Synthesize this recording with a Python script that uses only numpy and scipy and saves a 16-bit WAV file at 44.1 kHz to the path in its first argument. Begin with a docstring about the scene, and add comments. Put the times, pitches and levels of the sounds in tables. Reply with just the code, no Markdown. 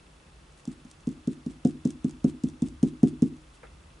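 """Over a faint hiss and buzz, a small glass nail-polish bottle taps about five times a second.
It lands on a table covered with a paper towel: the glass gives a short tick and the tabletop rings
with a hollow thump. The paper crinkles each time the bottle lifts. At the end a finger shifts on it.
The room is small and quiet; the hiss comes from the room and the camera, the buzz from the camera."""
import sys
import numpy as np
from scipy import signal
from scipy.fft import rfft, irfft, next_fast_len
from scipy.io import wavfile

SR = 44100
rng = np.random.default_rng(int(sys.argv[2]) if len(sys.argv) > 2 else 0)


def output_pcm(signal):
    """Save a mono or channel-first signal as 16-bit PCM at the path in sys.argv[1].

    Samples are clipped to [-1, 1] before scaling.
    """
    pcm = np.clip(np.atleast_2d(signal).T, -1, 1) * 32767
    wavfile.write(sys.argv[1], SR, np.round(pcm).astype(np.int16))


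N = 176400

# The bottle's taps. Each row: start in seconds, thump level in dB, tick level in dB,
# crinkle level in dB, hardness as extra dB for the tabletop's higher tones.
TAPS = [(0.6765, -24, -41.5, -59.5, -6.5), (.850, -40, -49, -66, -6), (1.0724, -18.5, -38.5, -61, -1.5),
        (1.2749, -17, -37.5, -58.5, -0.5), (1.4635, -22.5, -40.5, -60.5, -4),
        (1.6506, -10.5, -31, -57, 6.5), (1.8529, -14, -33, -58, 3.5), (2.0452, -15.5, -36.5, -60, -2),
        (2.244, -10.5, -33.5, -54.5, 1.5), (2.4379, -15.5, -33, -62, -6), (2.6218, -15, -34.5, -57.5, -1),
        (2.8303, -10, -29.5, -56.5, 3), (3.0318, -6.5, -33, -53, 4), (3.2225, -9.5, -31.5, -59.5, -1)]


def amp(db):
    """Turn decibels into a number to multiply by."""
    return 10 ** (np.asarray(db) / 20)


def unit(x):
    """Scale a sound to an average (rms) level of 1."""
    return x / np.sqrt(np.mean(x ** 2) + 1e-20)


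def along(points, hz):
    """Read a curve of (Hz, value) points at hz, on a logarithmic frequency scale."""
    freqs, values = np.transpose(points)
    return np.interp(np.log(hz + 1), np.log(freqs + 1), values)


def filtered(x, response):
    """Multiply each frequency in x by response(hz)."""
    size = next_fast_len(N + SR // 2)
    return irfft(rfft(x, size) * response(np.fft.rfftfreq(size, 1 / SR)), size)[..., :N]


def noise(colour):
    """Noise of level 1, its tone colour shaped by (Hz, dB) points."""
    return unit(filtered(rng.standard_normal(N), lambda hz: amp(along(colour, hz))))


def stereo(mid, side):
    """Make left and right from what they share (mid) and how they differ (side)."""
    return np.array([mid + side, mid - side])


def add(track, start, sound):
    """Mix a sound into a track at start seconds."""
    part = track[max(round(start * SR), 0):][:len(sound)]
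    part += sound[:len(part)]


def bursts(events, t60, colour, side_db, rise_s=0.0004):
    """A burst of noise for each (seconds, dB) event; t60 is the seconds it takes to fade by 60 dB."""
    level, t = np.zeros(N), np.arange(SR // 5) / SR
    for start, db in events:
        add(level, start, (1 - np.exp(-t / rise_s)) * amp(db - 60 * t / t60))
    return level * stereo(noise(colour), amp(side_db) * noise(colour))


def hiss(level_db=-55):
    """The room and the microphone make a soft, steady noise."""
    # Each row: frequency in Hz, relative level in dB.
    colour = [(13, -37), (22, -19), (55, -3.5), (79, -9.5), (97, -22.5), (143, -6.5), (211, -18.5),
              (311, -17.5), (471, -22), (509, -21), (677, -24), (1260, -22.5), (1680, -27.5), (2680, -29.5),
              (10900, -39.5), (14200, -79.5), (22000, -120)]
    # Each row: frequency in Hz, how alike left and right are (1 means the same).
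    likeness = [(60, 1.0), (170, 1), (480, 0.36), (1370, 0.073), (3890, 0.36), (11000, 0.87)]

    def mid_and_side(hz):
        angle = np.arccos(np.clip(along(likeness, hz), -1, 1)) / 2
        return amp(along(colour, hz)) * [np.cos(angle), np.sin(angle)]

    mid, side = filtered(rng.standard_normal((2, N)), mid_and_side)
    return amp(level_db) * unit(stereo(mid, side))


def hand_rumble():
    """Hands on the table make a low rumble that swells and fades."""
    # Each row: frequency in Hz, relative level in dB.
    colour = [(20, -45), (35, -21), (50, 0), (75, 0), (110, -17), (250, -28), (1000, -96)]
    # Each row: time in seconds, rumble level in dB.
    loudness = [(0, -64), (1.2, -62.5), (2.1, -57.5), (2.75, -50), (3.1, -58), (3.55, -65), (3.72, -49),
                (4, -66)]
    level = amp(np.interp(np.arange(N) / SR, *np.transpose(loudness)))
    return level * stereo(noise(colour), amp(-23) * noise(colour))


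def camera_buzz(pulse_hz=29.97, level_db=-72.5, scatter_db=2):
    """Faint, regular pulses make the camera's body ring."""
    # The body's tones. Each row: frequency in Hz, relative level in dB, seconds to fade by 60 dB.
    body_tones = [(2664, 3.5, 0.068), (2702, -3.5, 0.027), (2976, 0.5, 0.056), (3366, 2.5, 0.04),
                  (3467, -1, 0.062)]
    pulses, t = np.zeros(N), np.arange(SR // 10) / SR
    ring = sum(amp(db - 60 * t / t60) * np.sin(2 * np.pi * hz * t) for hz, db, t60 in body_tones)
    for start in np.arange(0, N / SR, 1 / pulse_hz):
        add(pulses, start, amp(scatter_db * rng.standard_normal()) * ring)
    return amp(level_db) * unit(pulses)


def glass_ticks(lead_s=0.0015, firm_tap_db=-9.5):
    """Fingers stop the glass from ringing, so it only ticks and clicks; firmer taps clack louder."""
    # Small clicks of the glass rocking and of nails on it. Each row: start in seconds, level in dB.
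    clicks = [(0.523, -52), (0.6534, -37.5), (.9002, -47), (0.9127, -40), (0.9145, -46), (1.006, -50),
              (1.0895, -42), (1.118, -53), (1.3397, -57), (1.51, -45), (1.6726, -37), (1.873, -37),
              (1.9049, -33.5), (2.0943, -40.5), (2.1093, -41), (2.4866, -38), (2.499, -45), (2.674, -43),
              (2.6846, -39), (3.0804, -45), (3.3671, -48.5)]
    # The colour of a tick. Each row: frequency in Hz, relative level in dB.
    glass = [(500, 4.5), (1200, -6), (2400, -16), (3400, -1.5), (4200, -7), (5300, 0), (6800, 2),
             (8000, -0.5), (11000, -11.5)]
    # The colour of a clack through the paper. Each row: frequency in Hz, relative level in dB.
    clack_colour = [(300, -9), (600, -2.5), (900, -1), (1600, -13), (3000, -12), (8000, -35)]
    ticks = [(start - lead_s, db) for start, _, db, _, _ in TAPS]  # just ahead of the thump
    tails = [(start, db - 19) for start, db in ticks]
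    tails += [(start, db - 25.5) for start, db in clicks]  # the small clicks are drier
    clacks = [(start, -50 + 1.06 * (db - firm_tap_db)) for start, db, _, _, _ in TAPS]
    return (bursts(ticks, t60=0.011, colour=glass, side_db=-17.5)
            + bursts(clicks, t60=0.01, colour=glass, side_db=-17.5)
            + bursts(tails, t60=0.12, colour=glass, side_db=-6)
            + bursts(clacks, t60=0.09, colour=clack_colour, side_db=0))


def paper_crinkle(lift_delay_s=0.049, spread_s=0.014, snaps_per_s=1000, scatter_db=3.5):
    """Paper fibres spring back in a swell of tiny snaps when the bottle lifts or brushes them."""
    # The bottle brushes the paper. Each row: loudest moment in seconds, level in dB.
    brushes = [(.595, -61.5), (3.55, -61.5)]
    # The colour of the paper. Each row: frequency in Hz, relative level in dB.
    paper = [(500, -6.5), (2000, -4), (3500, -1.5), (5500, -6), (7500, -2), (9500, -4), (11000, -11)]
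    t = np.arange(N) / SR
    swells = [(start + lift_delay_s, db) for start, _, _, db, _ in TAPS] + list(brushes)
    level = sum(amp(db) * np.exp(-0.5 * ((t - peak) / spread_s) ** 2) for peak, db in swells)
    sizes = amp(scatter_db * rng.standard_normal((2, N))) * rng.choice([-1, 1], (2, N))
    snaps = sizes * (rng.random((2, N)) < snaps_per_s / SR)
    mid, side = filtered(snaps, lambda hz: amp(along(paper, hz)))
    return level * stereo(unit(mid), amp(-9.5) * unit(side))


def table_thumps(rise_s=0.0054, high_from_hz=365, scatter_db=4.2):
    """Every tap rings the same tabletop; a harder hit brings out its higher tones."""
    # The tones of each thump: mostly the tabletop's, while the long, low ones near 92 and 149 Hz ring in the
    # room. Each row: frequency in Hz, relative level in dB, seconds to fade by 60 dB.
    tones = [(92, -32.5, .42), (114, -10, 0.054), (245.4, 6.5, 0.077), (149.5, -23, 0.45),
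             (279.8, -7, 0.12), (164.6, -2.5, 0.09), (388.6, -12, 0.057), (311.2, -26.5, 0.5),
             (530, -12, 0.033), (712.4, -33.5, 0.076), (797, -42.5, 0.081), (346.7, -25, 0.29),
             (590, -46, 0.11), (436, -12, 0.033)]
    thumps, t = np.zeros(N), np.arange(int(0.6 * SR)) / SR
    rings = np.array([(-1) ** (k + 1) * amp(db - 60 * t / t60) * np.sin(2 * np.pi * hz * t)
                      for k, (hz, db, t60) in enumerate(tones)])  # every other wave is flipped
    is_high = np.array([hz > high_from_hz for hz, _, _ in tones])
    for start, db, _, _, hardness_db in TAPS:
        extra_db = hardness_db + scatter_db * rng.standard_normal(len(tones))
        gains = amp(db + is_high * extra_db)
        add(thumps, start, gains @ rings * (1 - np.exp(-t / rise_s)))
    return thumps


def room_echoes(x, low_hz=200, high_hz=470, tail_t60=0.2):
    """The walls send back the band from low_hz to high_hz, and a short, soft wash of echoes follows."""
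    # Echoes from the walls. Each row: delay in seconds, level in dB.
    walls = [(.0228, -12.5), (0.0312, -11.5), (0.0454, -17), (0.0915, -25.5), (.0991, -22.5), (0.1185, -27)]
    mid, t = x.copy(), np.arange(SR // 2) / SR
    echo = filtered(x, lambda hz: 1 / (1 + (low_hz / (hz + 1)) ** 6) / (1 + (hz / high_hz) ** 4))
    for delay, db in walls:
        add(mid, delay, amp(db) * echo)
    tails = rng.standard_normal((2, len(t))) * amp(-60 * t / tail_t60)
    tails /= np.linalg.norm(tails[0])
    wash_mid, wash_side = signal.fftconvolve(x[None], tails, axes=1)[:, :N]
    return stereo(mid + amp(-32.5) * wash_mid, amp(-18.5) * wash_side)


def finger_rub(start_s=3.631, level_db=-42.5, rise_s=0.0012, t60=0.15):
    """A finger slips once on the bottle with a short, dull rub."""
    # The colour of skin on glass. Each row: frequency in Hz, relative level in dB.
    skin = [(150, -19), (420, 8.5), (800, 1), (1050, -10), (1350, 2), (1650, -5.5), (2100, 0.5),
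            (2800, -20), (6000, -30)]
    t = np.maximum(np.arange(N) / SR - start_s, 0)
    level = amp(level_db - 60 * t / t60) * (1 - np.exp(-t / rise_s))
    return level * stereo(noise(skin), 0.5 * noise(skin))


def scene(lean_db=0.28):
    """Mix the close-up taps with the quiet background; the thump leans a touch to the left."""
    thumps = room_echoes(table_thumps()) * amp([[lean_db], [-lean_db]])
    return thumps + glass_ticks() + paper_crinkle() + finger_rub() + hiss() + hand_rumble() + camera_buzz()


def record(dry, top_hz=11050):
    """The camera cuts the treble above top_hz; only a faint trace just above it gets through."""
    def response(hz):
        steep_cut = 1 / np.sqrt(1 + (hz / top_hz) ** 200)
        trace = amp(-27) * (hz > top_hz) * (hz < 15300)
        return steep_cut + trace

    return filtered(dry, response)


dry = scene()
out = record(dry)
output_pcm(out)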